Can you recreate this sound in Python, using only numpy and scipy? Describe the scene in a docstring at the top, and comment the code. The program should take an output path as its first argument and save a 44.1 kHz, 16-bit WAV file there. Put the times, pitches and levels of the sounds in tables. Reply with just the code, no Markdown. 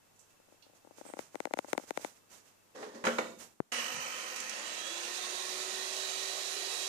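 """A small kitchen, close up, on a hand-held camera; its left microphone port is covered, so that side is
dull and picks up the grip. Fingers rub salt into egg whites and a dish clinks while the camera's casing
creaks. A drawer rolls on its runners and knocks shut, and a finger taps the covered port. Then a running
hand mixer cuts in abruptly, whisking in a steel bowl, loud until the camera's automatic gain turns it
down. Its motor throbs with the mains until the switch clicks up and it spins to a higher speed."""
import sys
import numpy as np
from scipy import signal
from scipy.fft import rfft, irfft, next_fast_len
from scipy.io import wavfile
from scipy.ndimage import uniform_filter1d, map_coordinates

SR = 44100
rng = np.random.default_rng(int(sys.argv[2]) if len(sys.argv) > 2 else 0)


def int16_out(signal):
    """Quantize to a 16-bit WAV file."""
    q = np.round(np.clip(np.atleast_2d(signal).T, -1, 1) * 32767)
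    wavfile.write(sys.argv[1], SR, q.astype(np.int16))


N = 303408
T = np.arange(N) / SR

# Levels in the tables are relative: each source trims its own.
# left port against right: freq_hz, left_minus_right_db
PORT_COVER = [(60, -6), (110, 13), (200, 3.5), (380, -1.5), (690, 0), (1270, 2.5), (2350, -5.5),
              (4320, -21.5), (7960, -35), (14700, -38)]
# how alike the two sides are: freq_hz, likeness (0 to 1)
STEREO_LIKENESS = [(60, 0.62), (130, 1), (300, 0.65), (630, 1), (1400, 0.022), (4000, 0.099), (10000, .1)]
# the kitchen's reverberation: freq_hz, t60_s
KITCHEN_DECAY = [(200, 0.75), (600, 0.42), (2000, 0.36), (6000, 0.64), (12000, 0.9)]
# room noise and microphone hiss: freq_hz, level_db
ROOM_TONE_SPECTRUM = [(30, -4), (60, -12), (130, -1), (250, -0.5), (500, -0.5), (1000, -2.5), (2000, -8.5),
                      (4500, -12), (7000, -9), (9000, -13), (15000, -16)]

# light high ticks from the fingertips: start_s, level_db
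FINGER_FLICKS = [(0.159, -70), (0.191, -60)]
# one such tick: freq_hz, level_db
FLICK_SPECTRUM = [(3000, -27.5), (5200, -14), (5900, -3), (7500, -2), (8800, -10), (14000, -25)]
# strokes of fingers and sleeve: start_s, rise_s, level_db
HAND_STROKES = [(0.28, 0.024, -69), (0.5, 0.024, -68.5), (0.74, 0.022, -64), (0.955, 0.035, -58),
                (1.178, 0.023, -53.5), (2.018, 0.036, -51.5), (2.286, 0.05, -54.5), (2.44, 0.037, -63.5),
                (3.378, 0.038, -48)]
# soft brushing of the sleeve: freq_hz, level_db
SLEEVE_SPECTRUM = [(100, -4), (300, -3.5), (750, -2), (1400, -4.5), (2500, -7.5), (5000, -27)]
# pinches of salt: start_s, level_db
SALT_PINCHES = [(1.04, -58.5), (1.335, -72), (1.66, -63.5), (1.825, -84)]
# grains rubbing: freq_hz, level_db
SALT_SPECTRUM = [(1500, -23), (2700, -2.5), (4500, -2), (6500, 0), (8500, -1), (10500, -4.5), (14500, -9.5)]

# the casing slips under the fingers: start_s, level_db
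CASING_SLIPS = [(0.398, -55), (0.483, -56), (0.521, -50), (0.541, -58), (0.663, -52), (0.695, -53.5),
                (0.732, -54), (0.846, -47), (0.87, -45), (0.907, -44.5), (0.981, -41.5), (1.01, -35.5),
                (1.05, -41), (1.061, -41), (1.087, -42), (1.097, -39), (1.134, -31.5), (1.167, -36.5),
                (1.188, -28), (1.343, -35), (1.352, -29), (1.4, -26), (1.451, -25), (1.469, -34),
                (1.507, -34), (1.534, -21), (1.5697, -32), (1.5859, -21.5), (1.643, -34.5), (1.682, -39),
                (1.728, -20), (1.748, -35.5), (1.7752, -22), (1.795, -37), (1.835, -44), (1.904, -25),
                (1.9712, -23.5), (1.993, -42), (2.044, -25.5)]
# the body of a slip: freq_hz, level_db
SLIP_SPECTRUM = [(35, -56), (60, -38), (150, -9), (215, -5), (298, 3.5), (600, 4), (880, 2), (1200, -10.5),
                 (1400, -3), (1700, -12.5), (2050, -3.5), (2500, -16), (3100, -43), (3900, -55),
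                 (6600, -120)]
# the treble tick of a hard slip: freq_hz, level_db
TICK_SPECTRUM = [(1000, -39), (2200, -6), (2600, -11.5), (3100, -18), (3800, -12), (4750, -18),
                 (5800, -18.5), (7300, -21), (8600, -19.5), (10500, -26), (14000, -29)]
# the dish's ring: pitch_hz, level_db, t60_s
DISH_MODES = [(2770, 7, 0.14), (2890, -7, 0.18), (3460, 9, 0.047), (3370, -3, 0.35), (4160, 6, 0.13),
              (4400, 12, 0.043), (4700, 3, 0.1), (5800, 9, 0.06)]
# the scuff of touching it: freq_hz, level_db
SCUFF_SPECTRUM = [(1500, -28), (2800, -3), (3700, -7), (4400, -3), (5500, -11), (10000, -20)]

# the drawer's rumble as it travels: time_s, level_db
ROLL_LEVEL = [(2.72, -40), (2.762, -49), (2.782, -48.5), (2.844, -46), (2.926, -55.5), (2.96, -49.5),
              (3.03, -56.5)]
# its runners: freq_hz, level_db
RUNNER_SPECTRUM = [(47, -63), (80, -36), (231, -8.5), (379, -12), (432, 2.5), (481, -10), (524, -1.5),
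                   (680, -15.5), (1090, -12.5), (1330, -21.5), (1880, -16), (2230, -28.5), (6570, -29),
                   (14000, -50)]
# drawer and contents knock: start_s, thud_db, clatter_db, bass_lift_db, crack_db, spot_hz, ring_db
DRAWER_KNOCKS = [(2.757, -49, -67, -5, -60, 430, -62), (2.827, -36, -65, -9, -52, 520, -64),
                 (2.946, -49, -58, 14, -58, 300, -50), (3.039, -28, -47, 3, -46, 980, -44),
                 (3.05, -22.5, -37, 1, -50, 900, -44), (3.0672, -18.5, -40.5, 8, -28.5, 1360, -33),
                 (3.081, -23.5, -60, -7, -41, 490, -41), (3.1841, -20, -44, 0.5, -26, 734, -38)]
# wood meets wood: freq_hz, level_db
CRACK_SPECTRUM = [(400, -36), (1000, 6.5), (2200, -10), (3500, -4), (8000, -22.5), (14000, -33)]
# the dull blow of a knock: freq_hz, level_db
THUD_SPECTRUM = [(41, -68), (70, -48), (130, -24), (190, -7), (228, -12), (282, -12), (370, -8), (465, -5),
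                 (540, -3), (714, -9), (933, -8), (1400, -9), (1900, -7), (5000, -29.5), (6500, -50),
                 (11000, -120)]
# small hard contacts: freq_hz, level_db
CLATTER_SPECTRUM = [(1200, -25), (3000, -2), (6500, 12), (9000, 0), (14000, -9.5)]
# the drawer's wooden box: pitch_hz, level_db, t60_s
BOX_MODES = [(190, -10, 0.25), (234, -2, 0.6), (350, -8, .3), (427, 1, 0.27), (521, 2, .27),
             (581, -3, 0.33), (670, -9, .3), (846, -9, .28), (1260, -8, .3), (1383, -7, .3), (1798, -8, .3)]

# a finger on the covered port: freq_hz, level_db
TAP_SPECTRUM = [(24, -68), (40, -48), (147, -0.5), (377, 4), (692, -10), (819, -5), (1820, -21.5),
                (2540, -31.5), (6000, -58), (7800, -89), (13200, -120)]
# the low shuffle of the grip shifting: freq_hz, level_db
SHUFFLE_SPECTRUM = [(40, -25), (90, -3), (160, 10), (240, -15), (500, -35), (2000, -80)]

# the motor shaft's hum: time_s, level_db
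SHAFT_HUM_LEVEL = [(3.76, -51.5), (3.92, -63), (4.45, -67), (4.84, -61), (4.92, -50), (5.09, -57),
                   (5.27, -51.5), (5.4, -54), (5.54, -48), (6.0, -51.5), (6.88, -52)]
# the fan's tone, swelling and fading as the mixer is moved: time_s, level_db
FAN_TONE_LEVEL = [(3.72, -62), (3.83, -50), (3.95, -63), (4.25, -58), (4.7, -60), (4.86, -46.5),
                  (4.97, -48), (5.1, -57), (5.22, -49.5), (5.55, -56), (5.88, -60), (5.97, -46.5),
                  (6.27, -47.5), (6.45, -50), (6.55, -61), (6.66, -46.5), (6.88, -44)]
# the commutator's whine: time_s, level_db
COMMUTATOR_LEVEL = [(3.72, -44), (3.9, -50), (4.25, -54), (4.42, -62), (4.8, -64), (5.1, -58), (5.6, -61),
                    (6.0, -56), (6.88, -56)]
# the piercing whistle two octaves above it: time_s, level_db
HIGH_WHISTLE_LEVEL = [(3.72, -58), (4.35, -60), (4.5, -67), (4.7, -73)]
# steadier lines (shaft overtones, a fan sideband, whine overtones): cycles_per_turn
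STEADY_ORDERS = [2, 3, 4, 5, 11, 24, 36]
# the level of each: low_speed_db, high_speed_db
STEADY_LEVELS = [(-61, -64), (-62, -56), (-58, -62), (-61, -56.5), (-70, -56), (-53, -55.5), (-69, -75)]
# resonances of bowl and housing: centre_hz, width_hz, lift_db
BOWL_RESONANCES = [(520, 36, -2.5), (1235, 170, -1), (1450, 62, 0.5), (1876, 320, 8), (2420, 110, 4),
                   (2650, 150, 4), (3390, 210, 4.5), (4000, 320, 2.5), (4640, 41, 2)]
# mixer noise at low speed: freq_hz, level_db
LOW_SPEED_SPECTRUM = [(47, -29), (80, -25.5), (205, -9.5), (244, 1.5), (285, -10), (335, 2.5), (400, -5.5),
                      (503, 6), (600, -3), (1240, 0), (1640, -6), (2900, -4), (3500, -12), (5980, -6),
                      (9200, -15), (11300, -26), (12500, -26), (15000, -57)]
# mixer noise at high speed: freq_hz, level_db
HIGH_SPEED_SPECTRUM = [(47, -71), (80, -28), (160, -35), (267, -18.5), (340, -7), (413, -6.5), (833, -7.5),
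                       (1240, -11.5), (1870, -17.5), (2900, -11.5), (3940, -8), (4910, -11), (6200, -8.5),
                       (7300, -10), (9270, -19.5), (13700, -26), (15000, -59)]
# bands that swell as the beaters wander round the bowl: peak_s, half_length_s, centre_hz, width_hz, lift_db
PASSING_RESONANCES = [(3.78, 0.12, 2900, 200, 4), (4.1, 0.35, 1250, 60, 4), (4.1, 0.3, 2730, 70, 4),
                      (4.42, 0.07, 2580, 110, 7), (4.7, 0.06, 3030, 140, 5), (4.92, 0.3, 2715, 70, 5),
                      (4.95, 0.2, 4000, 90, 3), (5.2, 0.4, 1820, 130, 3), (5.35, 0.09, 3770, 110, 7),
                      (5.43, 0.14, 1115, 50, 8), (5.75, 0.13, 3960, 110, 5), (6.4, 0.45, 4095, 60, 6)]
# detents of the speed switch: start_s, level_db
SWITCH_CLICKS = [(4.36, -35), (4.4014, -34.5), (4.4952, -34)]

TOP_HZ = 15000  # the camera's band limit
HUM_END_S, CUT_IN_S, SHIFT_S = 3.54, 3.718, 4.497  # hum stops; running mixer cuts in; it is switched up
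FAN_BLADES, COMMUTATOR_BARS = 10, 12
TURNS_PER_BEAT = 5.6  # shaft turns for each pass of a beater wire through the liquid


def amp(db):
    """Decibels to gain."""
    return 10 ** (np.asarray(db) / 20)


def unit(x):
    """x at rms 1."""
    return x / np.sqrt(np.mean(x ** 2) + 1e-20)


def along(points, hz):
    """(freq_hz, value) points read on a log axis."""
    freqs, values = np.transpose(points)
    return np.interp(np.log(hz + 1), np.log(freqs + 1), values)


def curve(points):
    """(time_s, value) points read at every sample."""
    return np.interp(T, *np.transpose(points))


def between(ends, share):
    """The value a share of the way from one end to the other."""
    return ends[0] + (ends[1] - ends[0]) * share


def wobble(rate):
    """A smooth random curve, rate knots a second."""
    return map_coordinates(rng.standard_normal(int(N * rate / SR) + 4), [T * rate])


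def fade(t60):
    """One second of exponential decay."""
    return amp(-60 * T[:SR] / t60)


def swell(rise_s):
    """One second of a stroke: it peaks after rise_s and dies away."""
    age = T[:SR] / rise_s
    return (age * np.exp(1 - age)) ** 2


def add(track, start_s, sound):
    """Mix a sound into the track."""
    part = track[..., round(start_s * SR):][..., :sound.shape[-1]]
    part += sound[..., :part.shape[-1]]


def filtered(x, response):
    """x times a response of frequency."""
    n = x.shape[-1]
    padded = next_fast_len(n + 8192)
    return irfft(rfft(x, padded) * response(np.fft.rfftfreq(padded, 1 / SR)), padded)[..., :n]


def below(hz, edge_hz, order):
    """A low-pass response, one half at the edge."""
    return 1 / (1 + (hz / edge_hz) ** order)


def peak(hz, centre_hz, width_hz):
    """A resonance of height 1; the width is taken at half height."""
    return 1 / (1 + (2 * (hz - centre_hz) / width_hz) ** 2)


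def coloured(x, spectrum):
    """x shaped by a spectrum, at rms 1."""
    return unit(filtered(x, lambda hz: amp(along(spectrum, hz))))


def spread(pair):
    """Two unrelated signals become a left and a right that are partly alike."""
    turn = lambda hz: np.arccos(np.clip(along(STEREO_LIKENESS, hz), 0, 1)) / 2
    mid, side = filtered(pair, lambda hz: np.array([np.cos(turn(hz)), np.sin(turn(hz))]))
    return np.array([mid + side, mid - side])


def rush(spectrum, size=N):
    """Stereo noise of rms 1."""
    return coloured(spread(rng.standard_normal((2, size))), spectrum)


def blow(spectrum, t60, attack_s=0.0029):
    """A burst of noise that swells as the contact closes, then dies."""
    return (1 - fade(attack_s)) * fade(t60) * rush(spectrum, size=SR)


def ring(modes, attack_s):
    """One second of modes, levelled against the strongest and struck a little differently each time."""
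    top_db = max(db for _, db, _ in modes)
    partials = [amp(db - top_db + rng.normal(0, 0.67)) * fade(t60) * np.sin(2 * np.pi * hz * T[:SR])
                for hz, db, t60 in modes]
    return (1 - fade(attack_s)) * sum(partials)


def room_tone():
    """Faint hiss, mains hum and a thin whine; just before the mixer the tones stop and the hiss drops."""
    hum = amp(-81.5) * np.sin(2 * np.pi * 100 * T)
    whine = amp(-81) * wobble(120) * np.sin(2 * np.pi * 2650 * T)
    hiss = amp(-66.5 - 5 * (T > HUM_END_S)) * coloured(rng.standard_normal((2, N)), ROOM_TONE_SPECTRUM)
    return hiss + (hum + whine) * (T < HUM_END_S)


def grit(centre_hz, width_hz, lift):
    """Salty fingers rub: a grainy friction hiss with one broad resonance."""
    rub = filtered(rush(SALT_SPECTRUM), lambda hz: 1 + lift * peak(hz, centre_hz, width_hz))
    return unit(rub) * amp(0.78 * wobble(160))


def hands(rub_from_s=0.89, rub_to_s=2.16):
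    """Fingers flick, a sleeve brushes past, a dish is touched and fingertips grind pinches of salt."""
    strokes, pinches = np.zeros(N), np.zeros(N)
    for start_s, rise_s, db in HAND_STROKES:
        add(strokes, start_s, amp(db) * swell(rise_s))
    for start_s, db in SALT_PINCHES:
        add(pinches, start_s, amp(db) * swell(rise_s=0.044))
    # the fingers rustle on between the pinches, growing louder
    rubbing = uniform_filter1d(1.0 * (T > rub_from_s) * (T < rub_to_s), size=SR // 10)
    rustle_db = -69.5 + 9.5 * (np.minimum(T, rub_to_s) - rub_from_s) + 4.8 * wobble(39.14)
    brushing = amp(-4.5) * grit(6530, width_hz=2200, lift=1.0) + amp(-5) * rush(SLEEVE_SPECTRUM)
    grinding = amp(-0.5) * grit(8500, width_hz=1700, lift=8.2) + amp(-1) * rush(SLEEVE_SPECTRUM)
    sound = np.hypot(strokes, rubbing * amp(rustle_db)) * brushing + pinches * grinding
    add(sound, start_s=0.623, sound=dish_clink())
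    for start_s, db in FINGER_FLICKS:
        add(sound, start_s, amp(db) * blow(FLICK_SPECTRUM, t60=0.24))
    return amp(0.04) * sound + amp(-16.5) * kitchen(sound)


def bending_click(spectrum, delay_ms, edge_hz=TOP_HZ, uneven=False):
    """A click of peak 1 through a plastic shell: bending waves bring treble first, 1 kHz after delay_ms."""
    hz = np.fft.rfftfreq(4096, 1 / SR)
    lag = 4 * np.pi * delay_ms * np.sqrt(hz / 1000)
    # each spot of the shell has a slightly different colour
    ripple_db = 1.3 * uneven * map_coordinates(rng.standard_normal(64), [np.sqrt(hz) / 4])
    gain = amp(along(spectrum, hz) + ripple_db) * below(hz, edge_hz, 4)
    click = irfft(gain * np.exp(-1j * lag))[:SR // 20]
    return click / np.abs(click).max()


def casing_creaks(travel_s=0.0023, rim_echo_s=0.00358, hard_from_db=-31.5):
    """Each slip sends a low push through the shell, echoed by its rim; hard ones snap with a tick."""
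    push, tick = np.zeros(N), np.zeros(N)
    for start_s, db in CASING_SLIPS:
        hard = (1 + np.tanh((db - hard_from_db) / 2)) / 2
        tick_db = -22 + 1.13 * (db + 21)
        delay_ms = between((1.1, 2.3), hard) * np.exp(0.052 * rng.standard_normal())
        edge_hz = 5000 * amp(0.27 * db)  # a harder slip is a brighter one
        slip = amp(db + 4.5) * bending_click(SLIP_SPECTRUM, delay_ms, edge_hz, uneven=True)
        echo = amp(between((-6, -17.5), hard)) * filtered(slip, lambda hz: below(hz, 1100, 4))
        arrival_s = start_s + travel_s
        add(push, arrival_s, slip)
        add(push, arrival_s + rim_echo_s, echo)
        add(tick, arrival_s, hard * amp(tick_db) * bending_click(TICK_SPECTRUM, delay_ms, uneven=True))
    return push, tick


def grip(tap_s=3.6026, shuffle_s=3.925):
    """Handling noise: creaks, a tap and a shuffle; their low push lands almost wholly on the left."""
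    push, tick = casing_creaks()
    # a tap squeezes the air in the covered port: one dull, heavily damped swing
    add(push, tap_s, -amp(-13) * bending_click(TAP_SPECTRUM, delay_ms=0.63))
    add(push, shuffle_s, amp(-50.5) * swell(rise_s=0.046) * rush(SHUFFLE_SPECTRUM, size=SR)[0])
    push = filtered(push, lambda hz: (1j * hz / (1j * hz + 45)) ** 2)  # slow pressure leaks out
    left = push + filtered(tick, lambda hz: below(hz, 6000, 2))
    # on its way to the far port the tick bounces around inside the shell
    shell = unit(rng.standard_normal(SR) * fade(0.005)) / np.sqrt(SR)
    far_tick = filtered(signal.fftconvolve(tick, shell)[:N], lambda hz: 1 - below(hz, 3500, 2))
    return np.array([left, amp(-50) * push + amp(-1) * far_tick])


def dish_clink():
    """A touched dish rings over the scuff of the contact."""
    return amp(-59) * ring(DISH_MODES, attack_s=0.0084) + amp(-62.5) * blow(SCUFF_SPECTRUM, t60=0.22)


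def drawer_roll():
    """The drawer rumbles unevenly on its runners."""
    moving = curve([(2.745, 0), (2.76, 1), (3.04, 1), (3.1, 0)])
    return moving * amp(curve(ROLL_LEVEL) + 2.5 + 0.52 * wobble(100)) * rush(RUNNER_SPECTRUM)


def drawer_knocks(spot_lift_db=10.5, spot_octaves=0.42):
    """The drawer knocks against its stop; its box rings and its contents clatter."""
    hits, box = np.zeros((2, N)), np.zeros(N)
    for start_s, thud_db, clatter_db, bass_lift_db, crack_db, spot_hz, ring_db in DRAWER_KNOCKS:
        bass = lambda hz: bass_lift_db * below(hz, 300, 4)
        # the struck spot lifts a band around its pitch
        spot = lambda hz: spot_lift_db * np.exp(-(np.log2(hz / spot_hz) / spot_octaves) ** 2)
        thud = [(hz, db + bass(hz) + spot(hz)) for hz, db in THUD_SPECTRUM]
        modes = [(hz, db + bass(hz), t60) for hz, db, t60 in BOX_MODES]
        add(hits, start_s, amp(crack_db) * blow(CRACK_SPECTRUM, t60=0.0097))
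        add(hits, start_s, amp(thud_db + 2) * blow(thud, t60=0.041, attack_s=0.019))
        add(hits, start_s, amp(clatter_db + 0.5) * blow(CLATTER_SPECTRUM, t60=0.077, attack_s=0.023))
        add(box, start_s, amp(ring_db) * ring(modes, attack_s=0.0092))
    return box + amp(1.5) * (hits + kitchen(hits))


def shaft_speed(first_hz=242.4, low_hz=267.6, high_hz=391.7):
    """Turns a second: a slow creep on the low setting, then a quick spin-up that ends in another creep."""
    low_creep_s, spin_up_s, high_creep_s, creep_share = 0.78, 0.375, 1.25, 0.24
    low = low_hz + (first_hz - low_hz) * np.exp(-np.maximum(T - CUT_IN_S, 0) / low_creep_s)
    since = np.maximum(T - SHIFT_S, 0)
    to_go = (1 - creep_share) * np.exp(-since / spin_up_s) + creep_share * np.exp(-since / high_creep_s)
    return high_hz + (low - high_hz) * to_go


def motor(turns, high, surge, gain_db, drag_rad=0.022):
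    """Shaft, fan and commutator lines; they throb with the mains, and reflections shake them a little."""
    # each pass of a beater wire holds the shaft back
    angle = 2 * np.pi * turns + drag_rad * np.sin(2 * np.pi * turns / TURNS_PER_BEAT)
    lines = [(1, curve(SHAFT_HUM_LEVEL)), (FAN_BLADES, curve(FAN_TONE_LEVEL)),
             (COMMUTATOR_BARS, curve(COMMUTATOR_LEVEL)), (4 * COMMUTATOR_BARS, curve(HIGH_WHISTLE_LEVEL))]
    for order, levels in zip(STEADY_ORDERS, STEADY_LEVELS):
        lines.append((order, between(levels, np.sqrt(high)) + 0.35 * gain_db))
    tones = np.zeros((2, N))
    for order, level_db in lines:
        throb_db = (5 if order == COMMUTATOR_BARS else 1.5) * surge
        scatter = 0.09 * np.cbrt(order) * np.array([wobble(35) + 1j * wobble(35) for _ in range(2)])
        tone = np.real((1 + scatter) * np.exp(1j * (order * angle + 2 * np.pi * rng.random())))
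        tones += amp(level_db + throb_db + wobble(9)) * tone
    return tones


def sloshing(x, depth_db=1.45):
    """The moving liquid keeps retuning the bowl: peaks and dips come and go across the spectrum."""
    frames = signal.stft(x, nperseg=1024)[2]
    ripple = uniform_filter1d(rng.standard_normal(frames.shape[1:]), size=4, axis=0)
    ripple = uniform_filter1d(ripple, size=14, axis=1)
    return signal.istft(frames * amp(depth_db * unit(ripple)), nperseg=1024)[1][:, :N]


def bowl_noise(high, drops_per_s=700):
    """Noise and droplets flicked at the steel, coloured by bowl, housing and motor speed."""
    drops = (rng.random((2, N)) < drops_per_s / SR) * rng.standard_normal((2, N))
    noise = spread(rng.standard_normal((2, N)) + 0.38 * unit(drops))
    # echoes between bowl, counter and walls carve fine peaks and dips into it
    echoes = unit(rng.standard_normal(SR) * fade(0.25)) / np.sqrt(SR)
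    noise += 0.5 * signal.fftconvolve(noise, echoes[None], axes=1)[:, :N]
    bowl = lambda hz: amp(sum(db * peak(hz, centre, width) for centre, width, db in BOWL_RESONANCES))
    noise = filtered(noise, bowl)
    fast_share = high ** 1.1
    slow = np.sqrt(1 - fast_share) * coloured(noise, LOW_SPEED_SPECTRUM)
    fast = np.sqrt(fast_share) * coloured(noise, HIGH_SPEED_SPECTRUM)
    noise = sloshing(slow + fast)
    for peak_s, half_length_s, centre_hz, width_hz, lift_db in PASSING_RESONANCES:
        band = filtered(noise, lambda hz: peak(hz, centre_hz, width_hz))
        noise += (amp(lift_db) - 1) * np.exp(-((T - peak_s) / half_length_s) ** 2) * band
    return noise


def steady(x):
    """Stereo x held near rms 1 over each third of a second."""
    power = uniform_filter1d(np.mean(x ** 2, axis=0), size=SR // 3)
    return x / np.sqrt(np.abs(power) + 1e-12)


def whisking(turns, high, surge, gain_db):
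    """Churned egg white in the low band, gear rattle in the middle, cooling air on top."""
    noise = bowl_noise(high)
    churn = filtered(noise, lambda hz: below(hz, 1010, 8))
    air = filtered(noise, lambda hz: 1 - below(hz, 2200, 8))
    gears = noise - churn - air
    beat = np.cos(2 * np.pi * turns / TURNS_PER_BEAT)  # beater wires pass through the liquid
    scrape = np.cos(2 * np.pi * turns)  # brushes and worm gear scrape once a turn
    churn_db = between((-53.5, -50.5), high) + 0.64 * beat + 0.29 * wobble(25)
    gear_db = between((-48, -50), high) + 0.85 * beat + 0.77 * scrape + 0.46 * surge
    air_db = between((-46, -40.5), high ** 1.7) + 0.46 * scrape + 0.2 * surge + 0.51 * wobble(40)
    sound = amp(churn_db) * steady(churn) + amp(gear_db) * steady(gears) + amp(air_db) * steady(air)
    return amp(gain_db) * sound


def mixer(gain_fall_s=0.17, mains_hz=50):
    """The running mixer cuts in abruptly, loud until the camera's automatic gain turns it down."""
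    speed = shaft_speed()
    at_shift = np.interp(SHIFT_S, T, speed)
    high = np.clip((speed - at_shift) / (speed[-1] - at_shift), 0, 1)  # 0 at low speed, 1 at the end
    gain_db = 8 * np.exp(-np.maximum(T - CUT_IN_S, 0) / gain_fall_s)  # the gain's fall, as a set curve
    # at low speed the motor gets only every other mains half-wave, so its torque throbs
    half_wave = np.maximum(np.sin(2 * np.pi * mains_hz * T), 0)
    surge = unit(half_wave - half_wave.mean()) * (T < SHIFT_S)
    flutter = 0.003 * surge + 0.0007 * wobble(140) + 0.0007 * wobble(14)
    turns = np.cumsum(speed * (1 + flutter)) / SR
    sound = motor(turns, high, surge, gain_db) + whisking(turns, high, surge, gain_db) + speed_switch()
    return sound * np.clip((T - CUT_IN_S) / 0.004, 0, 1)


def speed_switch(slide_s=4.34):
    """The switch scrapes along its slot and clicks through its detents."""
    sound = np.zeros((2, N))
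    for start_s, db in SWITCH_CLICKS:
        add(sound, start_s, amp(db - 2.5) * blow(CLATTER_SPECTRUM, t60=0.05))
    add(sound, slide_s, amp(-50) * swell(rise_s=0.07) * rush(CLATTER_SPECTRUM, size=SR))
    return sound


def kitchen(x):
    """The room's tail: each frequency dies at its own speed."""
    hz, t, frames = signal.stft(rng.standard_normal((2, SR)), SR, nperseg=256)
    decay = amp(-60 * t / along(KITCHEN_DECAY, hz)[:, None])
    tail = spread(signal.istft(frames * decay, SR, nperseg=256)[1])
    return signal.fftconvolve(x, tail / np.linalg.norm(tail[0]), axes=1)[:, :N]


def ports(hz, lag_ms=0.28, low_cut_hz=85):
    """The microphone's response to airborne sound: the covered left port is dull and slightly late."""
    cover_db = along(PORT_COVER, hz)
    left, right = 2 / (1 + amp([-cover_db, cover_db]))
    late = np.exp(-2j * np.pi * hz * lag_ms / 1000)
    return np.array([left * late, right]) * (1 - below(hz, low_cut_hz, 2))


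def scene():
    """Kitchen sounds reach the microphone through its ports, handling noise through the casing."""
    airborne = hands() + drawer_roll() + drawer_knocks() + mixer()
    return filtered(airborne, ports) + grip() + room_tone()


def record(dry):
    """The camera keeps nothing above its band limit."""
    return filtered(dry, lambda hz: hz < TOP_HZ)


dry = scene()
out = record(dry)
int16_out(out)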